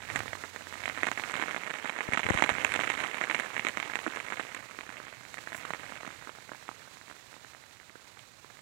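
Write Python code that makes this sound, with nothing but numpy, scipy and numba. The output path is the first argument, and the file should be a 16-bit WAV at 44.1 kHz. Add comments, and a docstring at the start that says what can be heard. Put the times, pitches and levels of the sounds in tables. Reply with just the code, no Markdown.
"""Big drops smack wet leaves close to a hand-held phone, in an orchard in the rain. Each is a set of swelling, dying
rings: leaf, thuds and splash. Smaller rings make a dense patter, fine spatter, splashes and hollow knocks on fruit.
Coloured noise makes the wash of the next trees, the hiss of the far rows and a low rumble, which holds a hum at first.
A finger covers the left microphone port: a filter makes that side faint, with a ring of trapped air,
and short pressure pulses thump there when the finger shifts."""
import sys
import numpy as np
from scipy import signal
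from scipy.fft import rfft, irfft
from scipy.io import wavfile
from scipy.ndimage import uniform_filter1d
from numba import njit

SR = 44100
rng = np.random.default_rng(int(sys.argv[2]) if len(sys.argv) > 2 else 0)


def store_pcm(level_fs):
    """Save levels as 16-bit WAV."""
    pcm = np.round(np.clip(level_fs, -1, 1) * 32767).astype(np.int16)
    wavfile.write(sys.argv[1], SR, np.atleast_2d(pcm).T)


N = 379701  # length in samples

# big drops on leaves nearby, ahead of the body colour of close drops: (time [s], ring peak [dB], leaf pitch [Hz])
DROPS = [(0.1009, -18, 1980), (0.1517, -23.5, 1660), (0.1592, -8.5, 1670), (0.1776, -26, 1540),
         (0.192, -18.0, 2020), (0.2048, -15.0, 1870), (0.234, -28, 1450), (0.2587, -24.5, 1340),
         (0.2802, -19.5, 2030), (0.3319, -18, 1790), (0.3532, -22, 1600), (0.4384, -21, 1660),
         (0.5472, -33, 1500), (0.5616, -19.5, 1700), (0.609, -27.0, 1600), (0.622, -29, 2510),
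         (0.6703, -24, 1630), (0.726, -24, 1470), (0.7404, -24, 2020), (0.7555, -26.5, 1630),
         (0.8036, -27, 1910), (0.8376, -18.5, 2070), (0.857, -12.5, 2010), (0.879, -13.5, 1840),
         (0.898, -14.5, 1890), (0.9756, -17, 1800), (1.0328, -5.5, 1740), (1.0689, -12.5, 1830),
         (1.078, -16, 1670), (1.0872, -12.5, 1680), (1.1162, -12.0, 1910), (1.1755, -15, 2040),
         (1.1971, -14.5, 1910), (1.2377, -13, 2080), (1.2976, -18.0, 1980), (1.3404, -12.5, 1800),
         (1.3546, -15, 1970), (1.3655, -19.0, 2200), (1.3976, -16, 1720), (1.416, -15.5, 2020),
         (1.4246, -12, 1800), (1.4376, -14.0, 1830), (1.4829, -17, 1770), (1.5101, -16, 2060),
         (1.546, -14.5, 1820), (1.5639, -14.5, 1830), (1.6359, -19.5, 1930), (1.6758, -18.5, 1700),
         (1.7031, -17.5, 1930), (1.7398, -18, 2270), (1.8454, -19, 1600), (1.8566, -16, 1860),
         (1.8957, -13, 2040), (1.9634, -18, 1580), (1.9887, -16.5, 1800), (2.0073, -11, 1900),
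         (2.122, -15, 1740), (2.135, -7.5, 2030), (2.1449, -13.5, 1990), (2.1743, -8, 1830),
         (2.1941, -11.0, 1940), (2.2324, -14, 2030), (2.2658, -12, 2040), (2.2885, -11.5, 1570),
         (2.302, -9.0, 1640), (2.3428, -12.0, 1770), (2.3746, -11, 1800), (2.3878, -10, 2140),
         (2.4233, -1.5, 1860), (2.44, -6.5, 2120), (2.4925, -4, 1910), (2.5041, -14, 1830),
         (2.5518, -17.5, 1800), (2.584, -13, 1810), (2.648, -3.5, 2240), (2.72, -11.5, 2140),
         (2.74, -9.5, 2130), (2.7617, -8, 2150), (2.7924, -12.5, 1660), (2.811, -11.5, 2040),
         (2.8358, -12, 1850), (2.8768, -13.5, 1970), (2.901, -8.5, 2140), (2.9177, -17, 2220),
         (2.9779, -17, 1890), (3.0033, -13.5, 2170), (3.0383, -13, 2110), (3.2131, -10.5, 1870),
         (3.2394, -12.5, 1800), (3.2986, -10.5, 2010), (3.3118, -10.5, 2020), (3.347, -7.5, 2250),
         (3.3988, -11, 1820), (3.5663, -13, 1950), (3.579, -15, 1870), (3.5953, -10.5, 2150),
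         (3.6494, -10, 2100), (3.6683, -9.5, 2080), (3.6865, -14.0, 2170), (3.6931, -17.5, 2020),
         (3.7728, -11.5, 1950), (3.8005, -12.5, 1920), (3.8281, -14.5, 2070), (3.8985, -18.5, 1660),
         (3.936, -16.0, 1920), (3.9559, -9.5, 2130), (3.99, -16.0, 2090), (4.065, -13.5, 1430),
         (4.0773, -21, 1340), (4.1606, -17.5, 2170), (4.1723, -17.5, 1580), (4.2016, -19, 2110),
         (4.2847, -21.0, 1970), (4.303, -19.5, 1880), (4.3234, -14.5, 1670), (4.333, -19, 2120),
         (4.3731, -22, 2030), (4.397, -14.5, 1650), (4.547, -20, 1810), (4.567, -23, 1550),
         (4.7889, -20, 1750), (4.8092, -20.0, 2080), (4.8921, -22.5, 1440), (4.9695, -26.0, 2240),
         (5.0014, -26.5, 1390), (5.0384, -33, 1620), (5.0688, -28.0, 1900), (5.0823, -27, 1900),
         (5.1277, -28, 1770), (5.2519, -29, 1910), (5.3427, -22.5, 1970), (5.3723, -26.5, 1660),
         (5.3821, -22, 1900), (5.4737, -20, 1570), (5.5207, -24.0, 1730), (5.5298, -23, 1760),
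         (5.547, -18.5, 1760), (5.6517, -20, 1500), (5.706, -17.5, 1560), (5.7358, -15, 1810),
         (5.7481, -22, 1880), (5.7999, -32, 1660), (5.8554, -34, 1400), (5.903, -27, 1870),
         (5.9225, -24.5, 1440), (5.9641, -26.5, 1980), (5.9723, -31, 2040), (6.0329, -27.5, 1410),
         (6.0494, -27, 1370), (6.0653, -25, 1870), (6.0767, -21.5, 1400), (6.105, -27, 1610),
         (6.224, -29.5, 1560), (6.2733, -28.0, 1480), (6.2936, -26, 1390), (6.3861, -32, 1310),
         (6.493, -30, 1300), (6.5179, -23.5, 1320), (6.5347, -28, 1960), (6.5479, -30, 1490),
         (6.6813, -27.5, 2140), (6.6907, -24, 1160), (6.7145, -29.5, 1300), (6.876, -33.5, 1460),
         (6.971, -33.0, 1900), (7.0134, -31, 1700), (7.0814, -33.0, 1790), (7.099, -30, 1410),
         (7.1127, -27, 1540), (7.166, -37, 1820), (7.3293, -35.5, 1390), (7.3417, -32, 2360),
         (7.3662, -37.5, 1240), (7.4469, -31.5, 1420), (7.5353, -34, 1910), (7.5486, -31, 1600),
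         (7.6382, -35.5, 1890), (7.7703, -37, 2170), (7.7999, -32.5, 1930), (7.8965, -33.5, 1920),
         (7.9561, -28.5, 1370), (8.1714, -33.5, 1670), (8.1933, -29.5, 2920), (8.446, -33, 1380),
         (8.5016, -37.5, 1370), (8.571, -34, 1950), (8.591, -34.5, 1710)]

# ring of a middling leaf: pitch [Hz], length [cycles], upward glide [share of the starting pitch per cycle]
LEAF_HZ, LEAF_CYCLES, LEAF_GLIDE = 1917, 3.88, 0.18
SPLASH_HZ, SPLASH_CYCLES = 7240, 14.4


def undb(db):
    """Turn dB into gain."""
    return 10 ** (np.asarray(db) / 20)


def level(x, db):
    """Set the rms level over all of x."""
    return x * undb(db) / np.sqrt(np.mean(x ** 2))


def colour(x, points):
    """Filter causally through (Hz, dB) points: the folded cepstrum of the log gain gives minimum phase."""
    hz, db = np.transpose(points)
    size = 4096
    grid_hz = np.maximum(np.arange(size // 2 + 1) * SR / size, 1)
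    log_gain = np.interp(np.log(grid_hz), np.log(hz), db) * np.log(10) / 20
    cepstrum = irfft(log_gain)
    cepstrum[1:size // 2] *= 2
    cepstrum[size // 2 + 1:] = 0
    response = irfft(np.exp(rfft(cepstrum)))
    return signal.fftconvolve(x, response)[:N]


def coloured_noise(points):
    """White noise through a colour."""
    return colour(rng.standard_normal(N), points)


def walk(rate):
    """Random levels held 1 / rate s and slewed twice; spread near 1."""
    hold = int(SR / rate)
    steps = np.repeat(rng.standard_normal(N // hold + 1), hold)
    return np.sqrt(2) * uniform_filter1d(uniform_filter1d(steps, hold), hold)[:N]


@njit
def grains(s, hz, cycles, size, glide, length):
    """Rings that swell to their peak at s while the drop spreads, glide up by a share each cycle and die away."""
    out = np.zeros(length)
    for k in range(len(s)):
        turn = hz[k] / SR
        decay = 10 * turn / cycles[k]
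        step = np.exp(2j * np.pi * turn - decay)
        bend = np.exp(2j * np.pi * glide[k] * turn * turn)
        z = size[k] * decay * np.e + 0j  # brings the top of the swell to size
        start = int(s[k] * SR - 1 / decay)
        for j in range(min(int(10 / decay), length - start)):
            out[max(start + j, 0)] += j * z.imag
            z *= step
            step *= bend
    return out


def steady_rings(s, hz, cycles, db):
    """Rings of one length in cycles that hold their pitch."""
    return grains(s, hz, np.full(len(s), float(cycles)), undb(db), 0 * s, N)


def thud_level(hz, chance):
    """Thud over ring [dB]: larger, lower leaves give more under a drop."""
    middle_db, db_per_octave, spread_db = -10.5, -18, 1.5
    return middle_db + db_per_octave * np.log2(hz / LEAF_HZ) + spread_db * chance


def smack(s, db, hz, thud_db, splash_db, count=4, shiver_ms=2.1, shiver_db=-15, port_lag_ms=0.18):
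    """Each drop rings its leaf, thuds and splashes; droplets and neighbours answer for a few ms."""
    # what gives under a drop, the leaf blade, its stalk and the twig:
    # (middle pitch [Hz], length [cycles], level within the thud [dB])
    thud_parts = [(1056, 4.7, -0.5), (595, 5.4, -3.5), (296, 3.72, -6)]
    crack_hz, crack_db = 3360, -23.5
    n = len(s)
    a, b = rng.standard_normal((n, 6)).T, rng.standard_normal((n, count)).T
    wait = rng.exponential(size=(n, count)).T
    later = s + shiver_ms / 1000 * (.3 + wait)

    # each row: peak time [s], pitch [Hz], length [cycles], peak [dB]
    # the first touch cracks above the ring of the leaf
    rows = [(s, crack_hz * np.exp(0.25 * b[-1]), np.full(n, 3.2), db + crack_db)]
    # the ring starts below its pitch and glides through it
    rows.append((s, 0.84 * hz, LEAF_CYCLES * np.exp(.2 * a[0]), db))
    rows.append((s, SPLASH_HZ * np.exp(0.11 * a[2]), np.full(n, SPLASH_CYCLES), db + splash_db))
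    # the finest droplets tick far up
    tick_db = db + splash_db - 13.0 + 2.9 * b[1]
    rows.append((s, 2.8 * SPLASH_HZ * np.exp(0.16 * b[0]), np.full(n, 5.0), tick_db))
    for (thud_hz, cycles, rel_db), chance in zip(thud_parts, (a[5], a[1], a[4])):
        # the slower swell of a thud peaks later
        peak_s = s + cycles / thud_hz / 20
        rows.append((peak_s, thud_hz * np.exp(0.31 * chance), np.full(n, cycles), db + thud_db + rel_db))
    for k in range(count):
        fade_db = db + shiver_db - 1.0 * wait[k]
        leaf_hz = np.clip(hz * np.exp(0.48 * b[k]), 300, 4200)
        droplet_hz = SPLASH_HZ * np.exp(0.19 * b[k - 1])
        rows.append((later[k], leaf_hz, np.full(n, 1.38 * LEAF_CYCLES), fade_db))
        rows.append((later[k], droplet_hz, np.full(n, SPLASH_CYCLES), fade_db + splash_db + 8.5))
    t, f, cycles, peak_db = (np.concatenate(column) for column in zip(*rows))

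    # drops fall on all sides, so each reaches the two ports at its own lag
    lag = np.tile(port_lag_ms / 1000 * a[3], len(rows))
    # leaves tighten as they spring back; the splash keeps its pitch
    glide = LEAF_GLIDE * (f < 5000)
    f = np.minimum(f, SR / 3)
    return np.array([grains(t + shift, f, cycles, undb(peak_db), glide, N) for shift in (lag, 0 * lag)])


def flurries():
    """Gain of the extra patter after each big drop: branches shed their water in bunches."""
    decay_ms, flurry_db = 8.4, -18  # decay of power; level relative to the drop's peak
    s, db = np.transpose(DROPS)[:2]
    power = np.zeros(N)
    power[(s * SR).astype(int)] = undb(2 * (db + flurry_db))
    return np.sqrt(signal.lfilter([1], [1, -np.exp(-1000 / (decay_ms * SR))], power))


def rumble(low_db):
    """A faint low roll from far away: bass noise, at first with a wavering sine hum in it."""
    # faint hum: (middle pitch [Hz], amplitude [dB], time at which it has faded to half [s])
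    hum_settings = (92, -52.5, 0.95)
    hz, db, end = hum_settings
    roll = coloured_noise([(25, -2), (50, -2.5), (95, 0.0), (125, 1.5), (170, -7.5), (300, -17.0), (1000, -65)])
    t = np.arange(N) / SR
    phase = 2 * np.pi * np.cumsum(hz + 1.0 * walk(3.5)) / SR
    hum = np.sin(phase) / (1 + (t / end) ** 8)
    return level(roll, 0) * undb(low_db) + undb(db) * hum


def hiss(far_db):
    """Countless far drops merge into noise that flickers a little, unrelated at the two ports."""
    # colour of the far rows: (frequency [Hz], gain [dB])
    hiss_colour = [(90, -18.5), (200, -6), (500, -4), (1200, -3.5), (2200, -2.5), (3200, -7.5),
                   (4000, -4.5), (5000, -10), (7300, -8), (9500, -16.5), (16000, -24)]
    # a shaken twig throws off fine spray: (time [s], half-length to 1/e [s], gain over the treble of the hiss [dB])
    twig_spray = (5.57, 0.027, 8)
    x = np.array([coloured_noise(hiss_colour) for _ in range(2)])
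    s, length, db = twig_spray
    treble = signal.sosfilt(signal.butter(2, SPLASH_HZ, "high", fs=SR, output="sos"), x)
    burst = np.exp(-((np.arange(N) / SR - s) / length) ** 2)
    x = x + undb(db) * burst * treble
    return level(x, 0) * undb(far_db + .5 * walk(38) + 1.35 * walk(150))


def wash(near_db):
    """Drops on the next trees, too dense to tell apart: soft noise that swells with the near patter."""
    # colour of the next trees: (frequency [Hz], gain [dB])
    wash_colour = [(150, -22), (500, -5), (1300, -8.5), (2200, -2.5), (3300, -15), (4900, -41), (7200, -38),
                   (16000, -44)]
    x = np.array([coloured_noise(wash_colour) for _ in range(2)])
    return level(x, -7.5) * undb(near_db + 2.4 * walk(14))


def spatter(near_db):
    """Fine droplets burst on wet leaves: tiny bright rings in uneven bursts, a few reaching far up."""
    per_s, rel_db = 770, -22.5  # level relative to the near patter
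    size_spread_db, pitch_spread = 3, 0.11
    count = int(per_s * N / SR)
    place, a = rng.integers(0, N, count), rng.standard_normal(count)
    big = rng.exponential(size=(count, 2)).T
    hz = np.minimum(SPLASH_HZ * np.exp(pitch_spread * a + 0.22 * big[1]), SR / 3)
    db = size_spread_db * big[0] + 3.5 * walk(14)[place]
    x = steady_rings(place / SR, hz, 7.0, db)
    return level(x, rel_db) * np.hypot(undb(near_db), flurries())


def patter(near_db):
    """Up to hundreds of smaller drops a second; in thin rain fewer fall and mostly broad low leaves drip."""
    per_s, size_spread_db, pitch_spread = 230, 4, 0.2
    # below the full level the pitch falls by octaves per dB, and the count halves every so many dB
    full_db, octaves_per_db, halves_db = -40, .012, 9
    count = int(per_s * N / SR)
    place, a = rng.integers(0, N, count), rng.standard_normal((count, 3)).T
    big = rng.exponential(size=count)
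    thin_db = np.minimum(near_db[place] - full_db, 0)
    share = 2 ** (thin_db / halves_db)
    falls = rng.random(count) < share
    # fewer drops are each made larger, which keeps the mean power
    db = size_spread_db * np.minimum(big, 1.3) + 1.5 * walk(12)[place] - 10 * np.log10(share)
    leaf_hz = LEAF_HZ * 2 ** (octaves_per_db * thin_db)
    hz = leaf_hz * np.exp(pitch_spread * np.clip(a[0], -3, 2.2))
    drops = (place / SR, db, hz, thud_level(leaf_hz, a[1]), -17 + 1.3 * a[2])
    x = smack(*(column[falls] for column in drops), count=2)
    return level(x, 0) * np.hypot(undb(near_db), flurries())


def knocks():
    """Heavy drops knock hollow on fruit: short low rings."""
    # struck fruit: (time [s], peak [dB], pitch [Hz])
    fruit_knocks = [(1.036, -26, 332), (4.069, -16, 350), (4.078, -21, 290)]
    s, db, hz = np.transpose(fruit_knocks)
    return steady_rings(s, hz, 5, db)


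def splashes():
    """Sharp splashes close by: a bright ring with a snap below it and a fine tick above."""
    # close splashes: (time [s], level [dB])
    close_splashes = [(0.16, -15.5), (0.192, -24), (0.5615, -28), (0.8597, -25), (1.0687, -19.5),
                      (1.116, -19), (1.3198, -24), (2.0079, -36), (2.1353, -37), (2.1446, -32),
                      (2.2884, -25), (2.302, -22), (2.3877, -36), (2.4236, -16), (2.4928, -30),
                      (2.6474, -11.5), (2.739, -18), (2.9004, -22), (3.347, -33), (3.3988, -25),
                      (3.6491, -25), (3.6687, -24), (3.6863, -18), (3.7725, -27.5), (3.956, -23),
                      (4.1601, -35), (4.5482, -22), (5.3422, -26), (5.567, -29), (8.191, -35)]
    s, db = np.transpose(close_splashes)
    a = rng.standard_normal((len(s), 3)).T
    parts = [(SPLASH_HZ, 14.0, -2), (4000, 8.0, -8), (13000, 9.0, -4)]  # (pitch [Hz], length [cycles], level [dB])
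    return sum(steady_rings(s, hz * np.exp(0.062 * chance), cycles, db + rel_db)
               for (hz, cycles, rel_db), chance in zip(parts, a))


def big_drops():
    """The drops that stand out: each smacks a leaf of its own pitch."""
    s, db, hz = np.transpose(DROPS)
    a = rng.standard_normal((len(s), 2)).T
    return smack(s, db, hz, thud_level(hz, a[0]), -25 + 4.2 * a[1])


def canopy(x, t60_ms=55, wet_db=-15):
    """The leaves all round scatter each sound back as a short diffuse tail."""
    t = np.arange(SR // 5) / SR
    tail = rng.standard_normal(len(t)) * np.exp(-np.log(1000) * t * 1000 / t60_ms)
    return x + undb(wet_db) * signal.fftconvolve(x, tail / np.linalg.norm(tail))[:N]


def phone_body(x):
    """Small leaves radiate little bass; the phone's body takes a dip out of close sounds near 5 kHz."""
    body = [(40, -29.0), (170, -8.5), (1300, -2.0), (2300, 2.0), (3200, -1.0), (3900, 2.0),
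            (4900, -14.0), (6200, -1.0), (9500, -2.0), (16000, -21.0)]
    return colour(x, body)


def covered_port(x):
    """The finger dulls the left port, and the air trapped under it lifts a band near 1750 Hz."""
    # what passes the finger: (frequency [Hz], gain [dB])
    finger_colour = [(40, -7), (110, -23), (400, -23), (1000, -24), (1400, -20), (1750, -17), (2300, -33.5),
                     (3300, -35.5), (5000, -44), (16000, -36)]
    return colour(x, finger_colour)


def finger():
    """Each shift pushes air into the port: a sudden rise, a fall set by the push length, a ring of the pocket."""
    # finger shifts: (time [s], pulse peak ahead of smoothing [dB], push length [ms])
    finger_bumps = [(2.089, -16, 0.51), (2.1326, -21.5, 0.49), (2.254, -21, 0.55), (2.263, -21, 0.82),
                    (2.3068, -5, 0.43), (2.3168, -22, 2), (2.35, -16.5, 1.6), (2.519, -25, 2.5)]
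    t, pushes = np.arange(N) / SR, np.zeros(N)
    for s, db, ms in finger_bumps:
        near = slice(int(s * SR) - 200, int(s * SR) + 600)
        age = (t[near] - s) * 1000 / ms  # in push lengths
        pulse = np.where(age < 0, np.exp(-(age / 0.27) ** 2), np.exp(-np.abs(age) / 1.9))
        pushes[near] += undb(db) * pulse
    pushes = signal.sosfilt(signal.butter(2, 3000, fs=SR, output="sos"), pushes)
    s, db, ms = np.transpose(finger_bumps)
    # short pushes ring the pocket harder
    ring_size = undb(db - 14) * 0.4 / ms
    return pushes + grains(s, np.full(len(s), 1750.), np.full(len(s), 14.), ring_size, 0 * s, N)


def scene():
    """Everything reaches the right port openly, the left through the finger."""
    # course of the rain; flurries, flicker and the body colour of close drops come on top:
    # (time [s], near patter [dB], far hiss [dB], rumble [dB])
    rain_course = [(0.0, -43, -49, -56), (0.15, -38.5, -44, -41.5), (0.5, -49, -46, -60.5),
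                   (0.8, -43, -46, -54), (1.3, -36, -44.5, -54.5), (1.9, -39, -49, -61),
                   (2.35, -32.5, -46, -49), (2.8, -33.5, -43, -48.5), (3.1, -33, -46.5, -57),
                   (3.75, -37.5, -47, -55.5), (4.3, -38, -49, -55.5), (4.7, -47.5, -48.5, -59),
                   (5.049, -44, -50.5, -56.5), (5.25, -52.5, -48.5, -59), (5.65, -41, -48, -53.5),
                   (6.35, -50, -50, -58), (7.0, -56, -49.5, -59.5), (7.8, -61, -52, -62),
                   (8.6, -62, -52, -59)]
    t = np.arange(N) / SR
    s, *columns = np.transpose(rain_course)
    near_db, far_db, low_db = (np.interp(t, s, column) for column in columns)
    background = rumble(low_db) + hiss(far_db) + wash(near_db)
    drops = spatter(near_db) + patter(near_db) + knocks() + splashes() + big_drops()
    close = np.array([phone_body(canopy(x)) for x in drops])
    left, right = close + background
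    return np.array([covered_port(left) + finger(), right])


def record(dry):
    """Microphone self-noise, a bass cut, rounding of the loudest peaks and a steep top cut."""
    noise = np.array([coloured_noise([(100, 17.5), (5000, -3.0), (16000, -5.5)]) for _ in range(2)])
    x = dry + undb(-75.5) * noise
    x = signal.sosfilt(signal.butter(2, 75, "high", fs=SR, output="sos"), x)
    x = x / (1 + x ** 4) ** .25
    return signal.sosfilt(signal.ellip(12, .2, 90, 15800, fs=SR, output="sos"), x)


dry = scene()
out = record(dry)
store_pcm(out)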